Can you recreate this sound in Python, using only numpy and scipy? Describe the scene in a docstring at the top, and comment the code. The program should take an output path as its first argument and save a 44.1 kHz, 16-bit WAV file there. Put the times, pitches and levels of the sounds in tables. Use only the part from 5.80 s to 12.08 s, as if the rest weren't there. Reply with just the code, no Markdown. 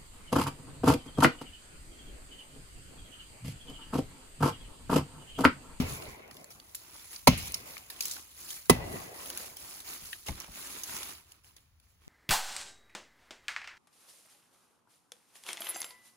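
"""In a wood, an axe bites three times into a dead trunk, about 1.4 s apart, the first bite already begun.
Noise bursts crack the fibres, damped modes sound the trunk, roots and steel, and decaying noise echoes them.
Filtered noise and short ticks make boots shuffling in dry leaves, on past the last blow, and chips landing.
Soft thuds are heels on soil; under it all lies a low hush, picked up by two closely spaced ports."""
import sys
import numpy as np
from scipy import signal
from scipy.fft import rfft, irfft
from scipy.io import wavfile
from scipy.ndimage import uniform_filter1d

SR = 44100
rng = np.random.default_rng(int(sys.argv[2]) if len(sys.argv) > 2 else 0)


def master(y):
    """Save y as 16-bit WAV."""
    cut = np.clip(np.atleast_2d(y).T, -1, 1)
    pcm = np.round(cut * 32767)  # scale
    wavfile.write(sys.argv[1], SR, pcm.astype(np.int16))


N = 276948  # length in samples


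def amp(db):
    """Amplitude factor of a level in dB."""
    return 10 ** (np.asarray(db) / 20)


def evened(x):
    """Brings x to unit RMS level."""
    return x / np.sqrt(np.mean(x ** 2) + 1e-20)


def read(points, hz):
    """Reads a curve of (Hz, value) points along a logarithmic frequency axis."""
    point_hz, value = np.transpose(points)
    return np.interp(np.log(hz + 1), np.log(point_hz + 1), value)


def add(mix, s, sound):
    """Lays a two-channel sound into the mix at time s, trimming what falls outside."""
    start = round(s * SR)
    sound = sound[:, max(-start, 0):]
    part = mix[:, max(start, 0):][:, :sound.shape[1]]
    part += sound[:, :part.shape[1]]


def bins(x):
    """The frequencies of the spectrum of x."""
    return np.fft.rfftfreq(x.shape[-1], 1 / SR)


def coloured(x, db):
    """Filters x by the spectral curve db, then brings it to unit level."""
    return evened(irfft(rfft(x) * amp(db), x.shape[-1]))


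def dying(x, decay):
    """Lets every band of x die at its own rate."""
    hz, t, z = signal.stft(x, SR, nperseg=256, noverlap=192)
    z = z * amp(-60 * t / read(decay, hz)[:, None])
    return signal.istft(z, SR, nperseg=256, noverlap=192)[1][:, :x.shape[-1]]


def patchy(x, depth_db, patch_s, patch_hz):
    """Paths and surfaces that add and cancel leave drifting bright and dull patches in a sound."""
    z = signal.stft(x, SR, nperseg=512, noverlap=384)[2]
    field = rng.standard_normal(z.shape[1:])
    bins_wide, frames_long = patch_hz * 512 / SR, patch_s * SR / 128
    for axis, span in enumerate((bins_wide, frames_long)):
        keep = np.exp(-1 / span)
        field = signal.lfilter([1 - keep], [1, -keep], field, axis=axis)
    z = z * amp(depth_db * np.clip(evened(field), -2.5, 2.5))
    return evened(signal.istft(z, SR, nperseg=512, noverlap=384)[1][:, :x.shape[1]])


def crackle(size, per_s, spread_db, grain_s, wash):
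    """Noise made of tiny fractures of uneven strength, over a wash of countless smaller ones."""
    strength = amp(spread_db * np.minimum(rng.exponential(1, size), 4))
    fractures = strength * (rng.random(size) < per_s / SR)
    power = signal.lfilter([1], [1, -np.exp(-2 / (grain_s * SR))], fractures ** 2)
    envelope = np.sqrt(power / (power.mean() + 1e-12) + wash)
    return evened(envelope * rng.standard_normal((2, size)))


def ticks(per_s, spread_db, low_hz, high_hz):
    """Single brittle pieces break, each ringing for a few cycles at a pitch of its own."""
    when, pitch, size, length, side = rng.random((int(per_s * N / SR), 5)).T[:, :, None]
    n = np.arange(256)
    cycles = low_hz * (high_hz / low_hz) ** pitch * n / SR
    strength = amp(spread_db * np.minimum(-np.log(size), 3.5))
    waves = strength * np.sin(2 * np.pi * cycles) * np.exp(-cycles / (1.1 + 3 * length))
    at = ((when * (N - len(n))).astype(int) + n).ravel()
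    angle = 2 * np.pi * side  # shares each tick between the two channels
    return evened(np.array([np.bincount(at, (waves * share(angle)).ravel(), N) for share in (np.cos, np.sin)]))


def ring(modes, t, rise_s):
    """Damped modes that swell while the force acts; the second channel is a quarter cycle off."""
    out = np.zeros((2, len(t)))
    t = np.maximum(t, 0)
    for k, (hz, db, t60) in enumerate(modes):
        wave = (-1) ** k * amp(db) * np.exp(2j * np.pi * hz * t - np.log(1000) * t / t60)
        out += [wave.imag, wave.real]
    return out * (1 - np.exp(-(t / rise_s) ** 2))


def swell(start_s, rise_s, hold_s, settle_s):
    """Envelope of one disturbance: it builds up, lasts a while and dies away."""
    t = np.arange(N) / SR - start_s
    return np.clip(t / rise_s, 0, 1) * np.exp(-np.maximum(t - rise_s - hold_s, 0) / settle_s)


def together(envelopes):
    """Unrelated disturbances add in power."""
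    return np.sqrt(sum(envelope ** 2 for envelope in envelopes))


# Colours of a clean cut, of splitting wood and of splinters flying off.
# Each row: frequency in Hz, density in dB per Hz.
CUT_COLOUR = [(30, -20.5), (100, -4.5), (280, -0.5), (400, 9), (600, 0.5), (1100, 1), (1600, -17.5),
              (2000, -13.5), (3200, -13.5), (4200, -14), (7000, -11.5), (9000, -8.5), (12000, -17),
              (16000, -13.5)]
SPLIT_COLOUR = [(30, -39.5), (300, -14), (600, -1), (1100, 1.5), (1600, -9), (2200, -1), (3300, -8.5),
                (4200, 0.5), (5200, -9), (7000, -13.5), (10000, -9.5), (16000, -16.5)]
SPRAY_COLOUR = [(300, -23), (1500, -12), (2100, 1), (2800, 5), (3500, -2), (4500, -2), (7000, -10),
                (16000, -24)]
# Modes of the axe head. Each row: frequency in Hz, level in dB, t60 in seconds.
STEEL_MODES = [(1996, 0, 0.11), (2660, -13.5, 0.19), (3155, -2.5, .03), (5600, -5, 0.022), (8640, 5, .02),
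               (10200, 2, .03)]


def blade(crack_db, steel_db, bite_s, splinter):
    """Fibres break for as long as the blade sinks in; splinters fly off and the steel rings briefly."""
    t = np.arange(2 ** 14) / SR
    fibres = crackle(len(t), per_s=1700, spread_db=-0.5, grain_s=0.00028, wash=0.59)
    hz = bins(fibres)
    colour = splinter * read(SPLIT_COLOUR, hz) + (1 - splinter) * read(CUT_COLOUR, hz)
    crack = coloured(patchy(fibres, depth_db=4, patch_s=0.018, patch_hz=150), colour)
    crack *= np.minimum(t / (0.2 * bite_s), 1) * np.exp(-np.maximum(t - bite_s, 0) / 0.0049)
    spray = amp(-20) * splinter * coloured(fibres, read(SPRAY_COLOUR, hz))
    spray *= np.exp(-t / 0.083) * (1 - np.exp(-t / 0.0064))
    steel = ring(STEEL_MODES, t, rise_s=0.00013)
    return amp(crack_db) * (crack + spray) + amp(steel_db) * steel


# The axe blows. Each row: start in seconds, crack, knock, thump and steel ring each in dB,
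# bite time in seconds, splintering from 0 to 1, echo in dB.
BLOWS = [(-0.026, -16.5, -8, -12.5, -47, 0.0097, 0.39, -39.5),
         (1.4716, -9.5, -7, -11.5, -32, 0.0071, 0.72, -42.5),
         (2.8968, -8.5, -8.5, -14, -21, .0040, .05, -37)]
# Modes of the trunk, of the stem on its roots and of the chip being split off.
# Each row: frequency in Hz, level in dB, t60 in seconds.
TRUNK_MODES = [(447, -14, 0.028), (555, -2.5, .045), (697, -6, 0.023), (940, -4, 0.04), (1067, -3, .05),
               (1342, -14, 0.053)]
ROOT_MODES = [(76, -21.5, 0.42), (113, -10.5, .16), (139.5, -2.5, 0.09), (170, 1, 0.074), (219, -8, 0.08),
              (253, 1, 0.11), (293, -17.5, 0.09)]
CHIP_MODES = [(2104, -6, 0.075), (2260, -9, 0.07), (2670, -23.5, 0.11), (2670, -12, .07), (4360, -9, 0.053),
              (5650, -20, 0.14), (6400, -14, 0.086)]
# Colours of cut and split as the wood returns them, and of the ground and nearest trunks.
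# Each row: frequency in Hz, density in dB per Hz.
CUT_ECHO = [(30, -7.5), (120, 5), (250, 2), (400, 2.5), (650, 2.5), (1100, -4), (1400, -14), (1850, -9),
            (2020, -5.5), (2200, -12), (5000, -19), (16000, -30.5)]
SPLIT_ECHO = [(30, -9), (120, 3.5), (250, -1.5), (400, -1.5), (650, -5.5), (1100, -5.5), (1500, -8),
              (1850, -10), (2200, 4), (2800, -0.5), (3500, -10), (7000, -8.5), (16000, -21)]
NEAR_COLOUR = [(30, -14), (70, -2), (130, -3), (250, -5), (400, -9.5), (1000, -16.5), (1500, -23.5),
               (2500, -19), (6000, -29), (16000, -32)]
# Decay of the deep wood and of the near echo. Each row: frequency in Hz, t60 in seconds.
WOODS_DECAY = [(50, 1.2), (200, 2.2), (500, 2.06), (1000, 2.6), (2500, 2.1), (6000, .9), (16000, .5)]
NEAR_DECAY = [(60, 0.75), (130, 0.4), (300, 0.2), (1000, 0.2), (16000, 0.28)]
SLAP_S, SLAP_DB = 0.059, -25.5  # a big trunk some ten metres off; level relative to the knock
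STEEL_ECHO_DB = -33.5  # relative to the ring of the axe head


def chop(crack_db, knock_db, thump_db, steel_db, bite_s, splinter, echo_db):
    """The trunk knocks at once and heaves as the blade stops; the wood answers."""
    t = np.arange(2 ** 16) / SR
    early = t[:len(t) // 4]

    # the deep wood answers slowly and from all sides
    trunks = crackle(len(t), per_s=530, spread_db=2.0, grain_s=0.0034, wash=0.93)
    trunks = patchy(trunks, depth_db=4.0, patch_s=0.028, patch_hz=80)
    hz = bins(trunks)
    echo_colour = splinter * read(SPLIT_ECHO, hz) + (1 - splinter) * read(CUT_ECHO, hz)
    far = dying(coloured(trunks, echo_colour), WOODS_DECAY) * (1 - np.exp(-t / 0.012))
    out = amp(echo_db) * far * amp([[-1], [3]])  # shared part, differing part
    # the lowest steel mode, scattered by the same trunks
    singing = evened(irfft(rfft(trunks) * rfft(ring(STEEL_MODES[:1], t, rise_s=0.002))))
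    out += amp(steel_db + STEEL_ECHO_DB) * dying(singing, WOODS_DECAY) * (1 - np.exp(-t / 0.02))

    # the ground and the nearest trunks answer quickly
    ground = rng.standard_normal((2, len(early)))
    near = dying(coloured(ground, read(NEAR_COLOUR, bins(ground))), NEAR_DECAY)
    near *= amp(-23) * (1 - np.exp(-early / 0.0035))

    knock = ring(TRUNK_MODES, early - 0.0005, rise_s=0.0012)
    knock += splinter * ring(CHIP_MODES, early, rise_s=0.002)
    thump = ring(ROOT_MODES, early - 0.8 * bite_s, rise_s=0.0023)
    bite = blade(crack_db, steel_db, bite_s, splinter)
    add(out, 0, near + amp(knock_db) * knock + amp(thump_db) * thump + bite)
    slap = ring(TRUNK_MODES[:3], early, rise_s=0.002)
    add(out, SLAP_S, amp(knock_db + SLAP_DB) * slap)
    return out


# The far hush. Each row: frequency in Hz, density in dB per Hz.
AIR_COLOUR = [(15, -36), (25, -7), (76, 6), (120, -5.5), (394, -24.5), (1160, -21.5), (6740, -27.5),
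              (8830, -36.5), (11000, -27.5), (13200, -40.5), (14800, -25), (16000, -30)]
AIR_DB = -67.5


def air():
    """The low, far hush of the wood: steady noise in a fixed colour."""
    noise = rng.standard_normal((2, N))
    return amp(AIR_DB) * coloured(noise, read(AIR_COLOUR, bins(noise)))


# Dry leaves rubbing. Each row: frequency in Hz, density in dB per Hz.
LEAF_COLOUR = [(100, -7), (400, -13), (1500, -7.5), (2400, -3), (3200, -3.5), (4300, -1.5), (5600, -2),
               (7000, 1.5), (10000, 2.5), (12500, -1.5), (15000, 1.5), (16000, -10)]
# A boot shifts, pivots or steps; the tread plays these too. Each row: start, rise and hold in seconds,
# rustle of loose leaves in dB, crunch of packed litter in dB.
SHUFFLES = [(0.035, 0.068, 0.038, -42, -71.5), (0.192, .03, 0.094, -54, -58.5),
            (0.816, .03, 0.16, -63, -75), (0.98, .04, 0.12, -58.5, -59.5), (1.114, 0.032, 0.11, -52.5, -61),
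            (1.277, 0.048, .025, -46, -59), (1.853, 0.0092, 0.085, -49.5, -59),
            (2.084, 0.041, 0.26, -53, -57.5), (2.533, 0.082, 0.045, -48.5, -58),
            (2.657, 0.038, 0.074, -44, -59.5), (3, 0.14, 0.096, -47.5, -55),
            (3.301, 0.11, 0.25, -45.5, -53), (3.757, 0.049, 0.18, -47.5, -57.5),
            (4.027, 0.07, 0.039, -42, -51.5), (4.192, 0.043, 0.11, -48.5, -62.5),
            (4.454, .015, 0.024, -44.5, -49.5), (4.547, 0.047, 0.017, -54, -48.5),
            (4.69, 0.094, 0.21, -45, -51), (5.008, 0.098, 0.075, -41.5, -47.5),
            (5.184, 0.036, 0.09, -45.5, -52.5), (5.447, 0.033, 0.067, -65.5, -66.5),
            (5.633, 0.014, 0.032, -61, -66.5), (5.755, .01, .015, -65.5, -69),
            (5.999, 0.034, 0.089, -72, -78), (6.19, 0.036, .04, -70.5, -69)]
LEAF_SETTLE_S = 0.06  # time to die down to 1/e
STIR_DB, STIR_RISE_S, STIR_HOLD_S = -56.5, 1.6, 3.7  # the leaves never quite rest while the chopper works


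def leaves():
    """A fizz of rubbing leaves with single brittle ones breaking in it, stirred by the boots."""
    fizz = crackle(N, per_s=800, spread_db=1.5, grain_s=0.00097, wash=1.0)
    fizz = patchy(fizz, depth_db=3, patch_s=0.015, patch_hz=200)
    breaks = ticks(per_s=400, spread_db=1.0, low_hz=3896, high_hz=14600)
    rustle = coloured(fizz, read(LEAF_COLOUR, bins(fizz))) + amp(-10) * breaks
    boots = [amp(db) * swell(s, rise_s, hold_s, LEAF_SETTLE_S) for s, rise_s, hold_s, db, _ in SHUFFLES]
    stir = amp(STIR_DB) * swell(0, STIR_RISE_S, STIR_HOLD_S, LEAF_SETTLE_S)
    return rustle * together(boots + [stir])


# Boots and chunks of wood meeting the soil. Each row: start in seconds, level in dB.
STEPS = [(0.021, -34), (0.275, -42.5), (1.535, -45), (3.19, -54.5), (4.22, -53), (4.487, -31),
         (4.68, -45.5), (5.14, -51)]
# Colour of the soil. Each row: frequency in Hz, density in dB per Hz.
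SOIL_COLOUR = [(25, -3.5), (65, -1), (130, -3.5), (280, -10.5), (420, -18.5), (900, -13), (1500, -28.5),
               (4000, -42), (16000, -59.5)]
# Decay of the soil. Each row: frequency in Hz, t60 in seconds.
SOIL_DECAY = [(50, 0.29), (120, 0.28), (300, 0.16), (1000, 0.076), (16000, .03)]


def step(level_db):
    """A heel or a chunk of wood pushes into soft soil: a dull thud whose bass lingers."""
    t = np.arange(SR // 2) / SR
    noise = rng.standard_normal((2, len(t)))
    thud = dying(coloured(noise, read(SOIL_COLOUR, bins(noise))), SOIL_DECAY)
    return amp(level_db) * thud * (1 - np.exp(-t / 0.0013))


# Packed litter underfoot. Each row: frequency in Hz, density in dB per Hz.
LITTER_COLOUR = [(40, -11.5), (150, -5), (350, 1.5), (500, -6), (750, -3), (1200, 1), (1700, -4),
                 (2400, -2), (4200, -7.5), (16000, -25)]
LITTER_SETTLE_S = 0.067  # time to die down to 1/e


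def tread():
    """Packed litter crunches lower down when weight comes onto it, and dry stalks break in it."""
    crunch = crackle(N, per_s=370, spread_db=3.0, grain_s=0.0031, wash=1.0)
    crunch = patchy(crunch, depth_db=2.0, patch_s=0.011, patch_hz=120)
    stalks = ticks(per_s=70, spread_db=4, low_hz=1997, high_hz=6000)
    litter = coloured(crunch, read(LITTER_COLOUR, bins(crunch))) + amp(-7) * stalks
    weight = together(amp(db) * swell(s, rise_s, hold_s, LITTER_SETTLE_S) for s, rise_s, hold_s, _, db in SHUFFLES)
    return litter * weight


# Chips landing and twigs snapping. Each row: start in seconds, level in dB, centre in Hz,
# t60 in seconds, colour width in octaves.
SNAPS = [(0.222, -37, 3000, 0.016, 1), (0.511, -38.5, 4000, 0.022, 3.6), (0.568, -41.5, 4300, .025, 1.4),
         (0.643, -38, 9050, 0.013, 2.5), (0.705, -44, 9000, 0.065, 2.9), (0.799, -42, 4700, 0.022, 0.8),
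         (0.9475, -26, 9000, .015, 1.84), (0.9514, -27.5, 10100, 0.023, 0.65),
         (1.361, -33, 5660, 0.019, 0.55), (1.576, -33.5, 9000, 0.07, 0.4),
         (1.7205, -29.5, 10000, 0.021, 0.87), (1.7424, -21, 6270, 0.028, 0.83),
         (1.968, -33.5, 1400, 0.013, 0.76), (1.979, -31.5, 4970, 0.014, 1.7),
         (2.1005, -33.5, 7360, 0.056, 1.6), (2.2072, -18.5, 6100, 0.019, 1.04),
         (2.254, -22.5, 8950, 0.028, 1.34), (2.312, -29, 7000, 0.033, 0.54), (2.323, -35, 9900, 0.02, 0.93),
         (2.366, -36.5, 1600, 0.02, .89), (2.7045, -32.5, 6120, .038, 0.69),
         (3.501, -26.5, 10000, 0.022, 3), (3.574, -24, 10400, 0.017, 2.4), (3.768, -34.5, 9040, .033, 2.3),
         (4.3296, -31.5, 2640, 0.034, .48), (4.463, -41.5, 4160, 0.065, 1.3),
         (4.484, -29, 2160, 0.028, 1.6), (4.6015, -27, 9950, 0.012, 1.1), (5.034, -31, 9700, 0.053, 1.5),
         (5.1655, -24.5, 9000, 0.011, 3.5), (5.23, -33.5, 3810, 0.033, 1.07),
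         (5.519, -43.5, 6630, 0.025, 1.2), (5.765, -45.5, 4400, 0.028, 1.1),
         (5.999, -55.5, 5280, .022, 0.99)]
SNAP_RISE_S, SNAP_RIPPLE_DB = 0.0005, 4.5


def snap(level_db, centre_hz, t60, octaves):
    """A chip or twig gives one broad, quickly dying tick with resonances of its own."""
    t = np.arange(2 ** 12) / SR
    noise = rng.standard_normal((2, len(t)))
    hz = bins(noise)
    ripple_db = SNAP_RIPPLE_DB * evened(uniform_filter1d(rng.standard_normal(len(hz)), size=40))
    away = np.log2((hz + 1) / centre_hz) / octaves
    tick = coloured(noise, ripple_db - 10 * np.log10(1 + away ** 4))
    settling = amp(-28.0) * np.exp(-t / 0.021)  # the leaves around it settle
    fade = np.exp(-np.log(1000) * t / t60) + settling
    return amp(level_db) * tick * (1 - np.exp(-t / SNAP_RISE_S)) * fade


CRUMBS_PER_S, CRUMB_SPAN_S = 6.5, 5.6  # until the chopper stands still
CRUMB_DB, CRUMB_SPREAD_DB, CRUMB_HZ = -54.5, 4, 6500  # softest level, mean rise above it, middle pitch


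def crumbs():
    """Crumbs of bark drop and bent leaves spring back at random moments: faint single ticks."""
    out = np.zeros((2, N))
    for when, size, pitch in rng.random((int(CRUMBS_PER_S * CRUMB_SPAN_S), 3)):
        level_db = CRUMB_DB - CRUMB_SPREAD_DB * np.log(size)
        centre_hz = CRUMB_HZ * 2 ** (2 * pitch - 1)  # up to an octave either way
        add(out, when * CRUMB_SPAN_S, snap(level_db, centre_hz, t60=0.022, octaves=1.2))
    return out


# Bark and chips coming down into the leaves. Each row: start in seconds, length in seconds, level in dB.
SHOWERS = [(0.517, 0.078, -59), (0.697, 0.016, -53), (0.944, 0.019, -51), (1.571, 0.1, -42.5),
           (1.733, 0.029, -46.5), (2.2, 0.12, -39.5), (3.57, 0.022, -47)]
# Colour of chips on leaves. Each row: frequency in Hz, density in dB per Hz.
PATTER_COLOUR = [(100, -13), (1500, -13), (2800, -6), (4300, 2.5), (7000, 2.5), (10000, 2), (12500, -1.5),
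                 (15000, 1.5), (16000, -10)]
SHOWER_RISE_S, SHOWER_SETTLE_S = 0.008, 0.0487  # build-up; time to die down to 1/e


def showers():
    """Light chips patter on top of the leaves, thinner and brighter than a boot."""
    patter = crackle(N, per_s=550, spread_db=3, grain_s=0.00092, wash=0.67)
    patter = patchy(patter, depth_db=3.0, patch_s=0.014, patch_hz=200)
    fall = together(amp(db) * swell(s, SHOWER_RISE_S, length_s, SHOWER_SETTLE_S) for s, length_s, db in SHOWERS)
    return coloured(patter, read(PATTER_COLOUR, bins(patter))) * fall


# How alike the two ports hear. Each row: frequency in Hz, likeness from -1 to 1.
LIKENESS = [(30, .7), (150, 1), (600, 0.44), (1200, 0.3), (2200, 0.023), (3300, -0.28), (4400, 0.0017),
            (5400, -0.42), (6500, .3), (7400, 0.76), (8400, 1), (9600, 0.82), (11000, 0.96), (12200, .55),
            (13300, 0.69), (14700, .6), (15600, 0.84)]
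# Balance of the ports. Each row: frequency in Hz, left minus right in dB.
BALANCE = [(30, 3), (150, 1.5), (300, 0.5), (700, 1), (2000, 1), (4000, -0.5), (5400, -5.5), (6800, 0),
           (16000, 0)]
# Phase between the ports. Each row: frequency in Hz, lead of the right in turns.
PORT_LEAD = [(0, 0), (6200, 0), (8000, .46), (8900, .54), (10600, 1), (11500, 1), (12700, 1.47),
             (13900, 1.53), (15300, 2), (22050, 2)]


def ports(x):
    """Turns a shared and a differing part into the signals of two closely spaced ports."""
    hz = bins(x)
    shared, differing = rfft(x)
    like = read(LIKENESS, hz)
    shared = shared * np.sqrt((1 + like) / 2)
    differing = differing * np.sqrt((1 - like) / 2)
    lean = amp(read(BALANCE, hz) / 2)
    lead = np.exp(2j * np.pi * read(PORT_LEAD, hz))
    return irfft([(shared + differing) * lean, (shared - differing) / lean * lead], N)


def scene():
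    """Blows, chips and leaves in the hush of the wood, as the two ports pick them up."""
    mix = leaves() + showers() + air()
    for table, source in ((BLOWS, chop), (SNAPS, snap), (STEPS, step)):
        for s, *row in table:
            add(mix, s, source(*row))
    boots = ports(tread()) * amp([[-2], [2]])  # the chopper stands to the right
    fade_in = np.minimum(np.arange(N) / 64, 1)
    return (ports(mix + crumbs()) + boots) * fade_in


LOW_CUT_HZ, EDGE_HZ = 21, 15900  # bass cut and upper band limit


def record(dry):
    """The microphone sheds the deepest bass and rounds off the loudest peaks; then the band limit."""
    lean = signal.sosfilt(signal.butter(2, LOW_CUT_HZ, "high", fs=SR, output="sos"), dry)
    rounded = lean / (1 + (lean / 0.95) ** 4) ** 0.25
    band_limit = signal.firwin(255, EDGE_HZ, window=("kaiser", 8), fs=SR)
    return signal.oaconvolve(rounded, band_limit[None], "same")


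dry = scene()
out = record(dry)
master(out)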